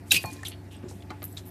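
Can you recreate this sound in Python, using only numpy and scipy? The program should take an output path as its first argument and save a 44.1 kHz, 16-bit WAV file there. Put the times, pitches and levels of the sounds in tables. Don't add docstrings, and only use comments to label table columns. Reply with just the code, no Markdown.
import sys
import numpy as np
from scipy import signal
from scipy.fft import rfft, irfft
from scipy.io import wavfile
from scipy.ndimage import uniform_filter1d

SR = 44100
rng = np.random.default_rng(int(sys.argv[2]) if len(sys.argv) > 2 else 0)


def put_to_file(sound):
    columns = np.atleast_2d(sound).T
    safe = np.clip(columns, -1, 1)
    whole_steps = np.round(safe * 32767)
    wavfile.write(sys.argv[1], SR, whole_steps.astype(np.int16))


def amplitude_ratio(level_db):
    exponent = np.asarray(level_db, float) / 20
    return 10 ** exponent


N = 66150


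def read(points, hz):
    f, value = np.transpose(points)
    return np.interp(np.log(hz + 1), np.log(f + 1), value)


def evened(x):
    return x / np.sqrt(np.mean(x ** 2) + 1e-20)


def smoothed_twice(x, size, axis=-1):
    return uniform_filter1d(uniform_filter1d(x, size, axis=axis), size, axis=axis)


def add(mix, s, sound):
    part = mix[max(round(s * SR), 0):][:len(sound)]
    part += sound[:len(part)]


def resonate(x, hz, width_hz):
    turn = np.exp(2j * np.pi * np.cumsum(hz * np.ones(len(x))) / SR)
    r = np.exp(-np.pi * width_hz / SR)
    return 2 * (turn * signal.lfilter([1 - r], [1, -r], x / turn)).real


def resonate_twice(x, hz, width_hz):
    return resonate(resonate(x, hz, width_hz), hz, width_hz)


def coloured(x, tone):
    gain = amplitude_ratio(read(tone, np.fft.rfftfreq(len(x), 1 / SR)))
    return irfft(rfft(x) * gain, len(x))


def grainy(count, spread_db):
    z = signal.stft(rng.standard_normal(count + 128), nperseg=64, noverlap=48)[2].T
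    drops = np.minimum(rng.exponential(1, z.shape), 6) ** 2 - 2
    drops = uniform_filter1d(uniform_filter1d(drops, size=4, axis=0), size=4, axis=1)
    z = z * amplitude_ratio(spread_db * evened(drops))
    return evened(signal.istft(z.T, nperseg=64, noverlap=48)[1][:count])


def level(times, levels_db, fall_s=0.014):
    t = np.arange(N) / SR
    outside = np.maximum(times[0] - t, 0) + np.maximum(t - times[-1], 0)
    return amplitude_ratio(np.interp(t, times, levels_db) - 20 * outside / fall_s)


# (frequency [Hz], level [dB per Hz])
AIR_TONE = [(75, -4), (300, -8.5), (450, -18), (850, -24.5), (1100, -29), (2500, -30.5), (3200, -36),
            (13000, -44.5)]


def air():
    noise = coloured(rng.standard_normal(N), AIR_TONE)
    above = np.fft.rfftfreq(N, 1 / SR) > 400
    reference = irfft(rfft(noise) * above, N)
    return noise / np.sqrt(np.mean(reference ** 2)) * amplitude_ratio(-57.5)


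# (multiple of shaft speed [1], level [dB])
MOTOR_NOTES = [(3, -51.5), (4, -43), (7.3, -62.5), (9, -72), (11.9, -53.5), (15, -57)]


def motor():
    shaft_hz, waver_db = 24.24, 0.17
    t = np.arange(N) / SR
    hum = np.zeros(N)
    for order, db in MOTOR_NOTES:
        waver = evened(smoothed_twice(rng.standard_normal(N), 3000))
        note = np.sin(2 * np.pi * (order * shaft_hz * t + rng.random()))
        hum += amplitude_ratio(db + 1 + waver_db * order * waver) * note
    return hum


# (frequency [Hz], width [Hz], level [dB])
WHISTLES = [(861, 18, -66), (691, 31, -64.5), (1924, 12, -76), (1700, 99, -73.5)]


def whistles():
    return sum(amplitude_ratio(db) * evened(resonate(rng.standard_normal(N), hz, width_hz))
               for hz, width_hz, db in WHISTLES)


def patchy(x):
    hz, _, z = signal.stft(x, SR, nperseg=512)
    field = rng.standard_normal(z.T.shape)
    field = uniform_filter1d(uniform_filter1d(field, size=9, axis=0), size=14, axis=1)
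    depth_db = 2.1 * np.minimum(hz / 2000, 1)[:, None]
    return signal.istft(z * amplitude_ratio(depth_db * evened(field).T), SR, nperseg=512)[1][:N]


def echo(x):
    level_db, t60_s = -18, 0.22
    t = np.arange(20000) / SR
    tail = rng.standard_normal(20000) * amplitude_ratio(-60 * t / t60_s) * np.minimum(t / 0.014, 1)
    return signal.oaconvolve(x, amplitude_ratio(level_db) * tail / np.linalg.norm(tail))[:N]


# (start [s], length
# [s], level [dB], centre [Hz], width [Hz])
RUBS = [(0.825, 0.12, -43.5, 221, 300), (0.059, 0.17, -56, 9600, 9100), (0.258, 0.27, -52.5, 4460, 8840),
        (0.206, 0.13, -48.5, 12100, 7000), (0.318, 0.071, -58, 6000, 5300), (0.385, 0.17, -67, 7100, 1492),
        (0.451, 0.058, -41.5, 3270, 1700), (0.175, 0.042, -42.5, 4730, 200),
        (0.447, 0.085, -45, 9400, 6440), (0.512, 0.047, -50, 2800, 1480), (0.706, 0.095, -53.5, 3020, 1260),
        (0.712, 0.072, -57.5, 8560, 8150), (0.883, 0.064, -51.5, 6500, 4360),
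        (0.884, 0.21, -60.5, 10300, 8150), (1.225, 0.26, -55.5, 12100, 4000),
        (1.367, 0.051, -45, 4900, 7000), (1.452, 0.075, -51, 12800, 3960)]


def rub(s, length, db, hz, width_hz):
    u = np.linspace(0, 1, round(length * SR))
    peak = 0.2
    shape = np.sin(np.pi * u ** (np.log(0.5) / np.log(peak))) ** 1.37
    friction = evened(resonate_twice(grainy(12000, 3.5), hz, width_hz))
    return s, amplitude_ratio(db) * shape * friction[:len(u)]


# (time [s], level [dB], centre [Hz], time to fall 60 dB [s])
KNOCKS = [(.118, -29.5, 1900, 0.042), (0.131, -29.5, 210, 0.25), (0.24, -29.5, 1800, 0.026),
          (.243, -29, 257, 0.052), (0.2466, -31.5, 706, 0.078), (0.432, -37.5, 900, 0.031),
          (0.828, -48.5, 1240, 0.17), (.912, -42.5, 504, 0.08), (1.106, -56, 2000, 0.051),
          (1.108, -33.5, 980, 0.11), (1.108, -31, 252, 0.076), (1.2203, -42, 1570, 0.12),
          (1.223, -36.5, 316, 0.048)]


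def knock(s, db, hz, t60):
    t = np.arange(12000) / SR
    push = rng.standard_normal(12000) * amplitude_ratio(-60 * t / t60) + 3.2 * (t == 0)
    blow = resonate_twice(push, hz, 1.24 * hz)
    return s, amplitude_ratio(db) * blow / abs(blow).max()


# (time [s], frequency [Hz], level [dB], time to fall 60 dB [s], shift of each partner [Hz])
RINGS = [(0.144, 1070, -48, 0.37, 4.6), (.24, 858, -34.5, 0.25, 6.4), (0.239, 1050, -37.5, 0.35, 6.3),
         (.24, 718, -33.5, 0.18, 21.8), (0.24, 2442, -35, 0.41, 4.75), (0.241, 4344, -36, 0.24, 6.8),
         (0.369, 1048, -51, 0.62, 4), (0.499, 4380, -48.5, 0.3, 6.9), (1.108, 861, -38.5, 0.22, 8.6)]


def ring(s, hz, db, t60, beat_hz):
    t = np.arange(24000) / SR
    lower = np.sin(2 * np.pi * (hz - beat_hz) * t)
    upper = 0.94 * np.sin(2 * np.pi * (hz + beat_hz) * t)
    return s, amplitude_ratio(db - 5.5 - 60 * t / t60) * (lower - upper) * np.minimum(t / 0.008, 1)


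# (frequency [Hz], level [dB], time to fall 60 dB [s])
FLOOR_MODES = [(750, -3.5, 0.036), (1235, -2, 0.027), (2100, -9, 0.025), (2300, -11.5, 0.044),
               (3090, -15, .02), (4000, -13, 0.017), (4430, -20, 0.028)]
# (time [s], level [dB], tilt [dB per octave])
TAPS = [(1.1045, -32.5, 2.5), (1.1063, -47, -2.5), (1.1112, -41.5, 1), (1.1165, -42, 2.5),
        (1.2205, -39.5, 2), (1.2225, -39.5, -8), (1.227, -39.5, 0), (1.232, -46.5, 3)]


def tap(s, db, tilt_db):
    t = np.arange(3000) / SR
    sound = np.zeros(3000)
    for hz, mode_db, t60 in FLOOR_MODES:
        start_db = db + mode_db + tilt_db * np.log2(hz / 1000)
        sound += amplitude_ratio(start_db - 60 * t / t60) * np.sin(2 * np.pi * hz * t)
    return s, sound


# (time [s], level [dB], centre [Hz], width [Hz], time to fall 60 dB [s])
SNAPS = [(0.23, -30, 9600, 5000, 0.027), (0.258, -29, 8200, 6050, 0.017), (0.315, -39, 9300, 4000, .02),
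         (0.328, -35, 9400, 6000, 0.044), (0.432, -37.5, 7140, 4030, .01), (0.4517, -28, 3420, 2600, 0.017),
         (.483, -26.5, 10740, 2970, 0.014), (0.5197, -32, 3120, 2540, 0.0049),
         (0.768, -54, 3220, 1500, 0.0087), (1.023, -43, 2960, 1800, 0.016),
         (1.106, -37.5, 6000, 8900, 0.016), (1.221, -44.5, 4040, 1490, 0.016),
         (1.229, -29, 12500, 2480, 0.016), (1.241, -20.5, 13500, 2480, 0.0078),
         (1.246, -30.5, 11000, 5040, 0.0073), (1.251, -27.5, 12440, 3000, 0.026),
         (1.297, -49, 12100, 3000, 0.0067), (1.326, -46, 12360, 2500, 0.033),
         (1.455, -56, 11000, 3020, .015), (1.462, -50, 11000, 2500, 0.013),
         (1.475, -37.5, 11700, 2030, 0.0097), (1.491, -39, 11700, 2000, 0.01)]


def snap(s, db, hz, width_hz, t60):
    t = np.arange(4000) / SR
    fall = amplitude_ratio(-60 * t / t60) + amplitude_ratio(-1.5 - 27.0 * t / t60)
    push = rng.standard_normal(4000) * fall + 4.5 * (t == 0)
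    puff = resonate_twice(push, hz, width_hz)
    return s, amplitude_ratio(db) * puff / abs(puff).max()


# (peak time [s], frequency [Hz], level [dB], rise [s], time to fall 60 dB [s])
DROPLETS = [(0.12, 2800, -22.5, 0.001, 0.009), (.126, 2500, -31, 0.00065, .014),
            (0.13, 2600, -24, 0.00065, .014), (0.1451, 2300, -22, 0.00096, 0.017),
            (0.17, 2800, -27, 0.0016, 0.011), (.163, 2250, -24, 0.0012, .012),
            (0.17, 2600, -18, 0.00089, 0.024), (.1745, 2500, -22, 0.002, .018),
            (.169, 5000, -24.5, 0.0013, 0.014), (.2415, 514, -25.5, 0.000944, 0.0086),
            (.249, 794, -29.5, 0.002685, 0.028), (.2505, 1055, -31.5, 0.0017, 0.057),
            (.262, 1850, -49, .004, 0.037), (.4405, 1800, -38.5, .001, 0.0082),
            (.4565, 3600, -34, 0.00055, 0.011), (.46, 3950, -33, .001, .012),
            (.4635, 3170, -31.5, 0.0014, 0.019), (.468, 3450, -30.5, 0.00094, 0.015),
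            (0.46, 3600, -37, 0.00091, 0.011), (0.45, 2800, -47, 0.0012, .012),
            (1.369, 4000, -45, .0008, .015), (1.376, 3840, -32.5, 0.00095, 0.0079),
            (1.38, 4300, -39, 0.00094, .01), (1.382, 1700, -46, .0008, .01),
            (1.3812, 7400, -47, 0.00032, 0.0061), (1.238, 4000, -51, 0.0018, .02),
            (.4521, 4150, -26.5, 0.000302, 0.0041), (.2408, 1880, -33.5, 0.000488, .01),
            (.1205, 1620, -26.5, 0.00098, 0.029), (.125, 800, -35.5, 0.0028, 0.034),
            (.853, 570, -48.5, .008, 0.076), (.863, 360, -37.5, 0.0091, 0.061),
            (0.96, 187, -37.5, 0.00502, 0.035), (.33, 290, -40, 0.01001, .07),
            (.275, 180, -39.5, .008, 0.067), (1.1, 4040, -42.5, .0006, 0.014)]
# (peak time [s], frequency [Hz],
# level [dB], rise [s], time to fall 60 dB [s])
SQUEALS = [(0.1092, 3760, -25, 0.0007, 0.02), (.1146, 3880, -11, .0036, .014),
           (.186, 2585, -28, 0.0017, 0.016), (.259, 6440, -43, 0.0012, 0.013),
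           (0.335, 6440, -40.5, 0.00062, 0.023), (.1188, 2680, -9, .0013, .02),
           (.1203, 3070, -16.5, .001, .022), (0.167, 127, -31.5, .008, 0.055),
           (0.248, 127, -28, 0.00547, 0.036), (0.294, 113.5, -35.5, 0.0118, 0.12),
           (0.119, 6940, -18.5, .0015, 0.038), (.12, 12060, -17.5, 0.00093, .012),
           (0.1652, 2519, -14.5, 0.0018, 0.058), (0.393, 1750, -43.5, 0.0013, 0.022),
           (0.4338, 1822, -30.5, 0.001, 0.028), (.471, 6100, -33, 0.00067, 0.017),
           (0.767, 8360, -47.5, .001, 0.024), (1.007, 3430, -51, 0.00081, .02),
           (1.281, 7660, -48, 0.0011, .012), (1.327, 7930, -41, 0.00087, 0.016),
           (1.3733, 3730, -27.5, 0.001, 0.0075), (1.382, 3390, -38, 0.0015, .01)]


def ping(s, hz, db, rise, t60):
    t = np.arange(-3 * rise, t60, 1 / SR)[:12000]
    wobble = uniform_filter1d(rng.standard_normal(12000), 40)
    wobble = evened(wobble - uniform_filter1d(wobble, size=300))[:len(t)]
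    phase = 2 * np.pi * np.cumsum(hz * (1 + 0.0094 * wobble)) / SR
    shape = np.where(t < 0, np.exp(-(t / rise) ** 2), amplitude_ratio(-60 * t / t60))
    return s - 3 * rise, amplitude_ratio(db) * shape * np.sin(phase)


# (time [s], level [dB], frequency [Hz])
POCKET = [(.117, -30, 2680), (.122, -33, 2600), (.132, -22, 2630), (.157, -25, 2640), (.168, -13, 2640),
          (.18, -26, 2620), (.196, -33.5, 2700), (.235, -42, 2620)]


def pocket():
    times, levels_db, pitches = np.transpose(POCKET)
    hz = np.interp(np.arange(N) / SR, times, pitches)
    song = resonate(resonate(grainy(N, 1.5), hz, 398.0), hz, 550.0)
    return evened(song) * level(times, levels_db, fall_s=0.0064) * amplitude_ratio(-12.5)


# (time [s], level [dB])
SPRAY = [(.1068, -48), (.108, -33.5), (.115, -30), (.119, -17.5), (.13, -25.5), (.158, -27), (.168, -26.5),
         (.195, -49.5), (.235, -50)]
# (frequency [Hz], level [dB per Hz])
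SPRAY_TONE = [(500, -46), (1500, -18.5), (2100, -7), (2700, -0.5), (4500, -4.5), (6000, -9), (9000, -8.5),
              (13500, -9.5)]


def spray():
    hiss = evened(coloured(grainy(N, 3.2), SPRAY_TONE))
    return hiss * level(*np.transpose(SPRAY)) * amplitude_ratio(3.0)


def scene():
    background = patchy(air() + motor() + whistles())
    near = spray() + pocket()
    sources = ((rub, RUBS), (knock, KNOCKS), (ring, RINGS), (tap, TAPS), (snap, SNAPS),
               (ping, DROPLETS), (ping, SQUEALS))
    for make, events in sources:
        for event in events:
            add(near, *make(*event))
    return (near + echo(near) + background)[None]


def top_cut(x):
    return signal.sosfilt(signal.butter(12, 14910, fs=SR, output="sos"), x)


def record(dry):
    low_cut = signal.butter(6, 70, "high", fs=SR, output="sos")
    cut = signal.sosfilt(low_cut, dry)
    band_limit = signal.firwin(255, 13950, window=("kaiser", 8), fs=SR)
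    mix = signal.oaconvolve(cut, band_limit[None], "same")
    return top_cut(mix)


dry = scene()
out = record(dry)
put_to_file(out)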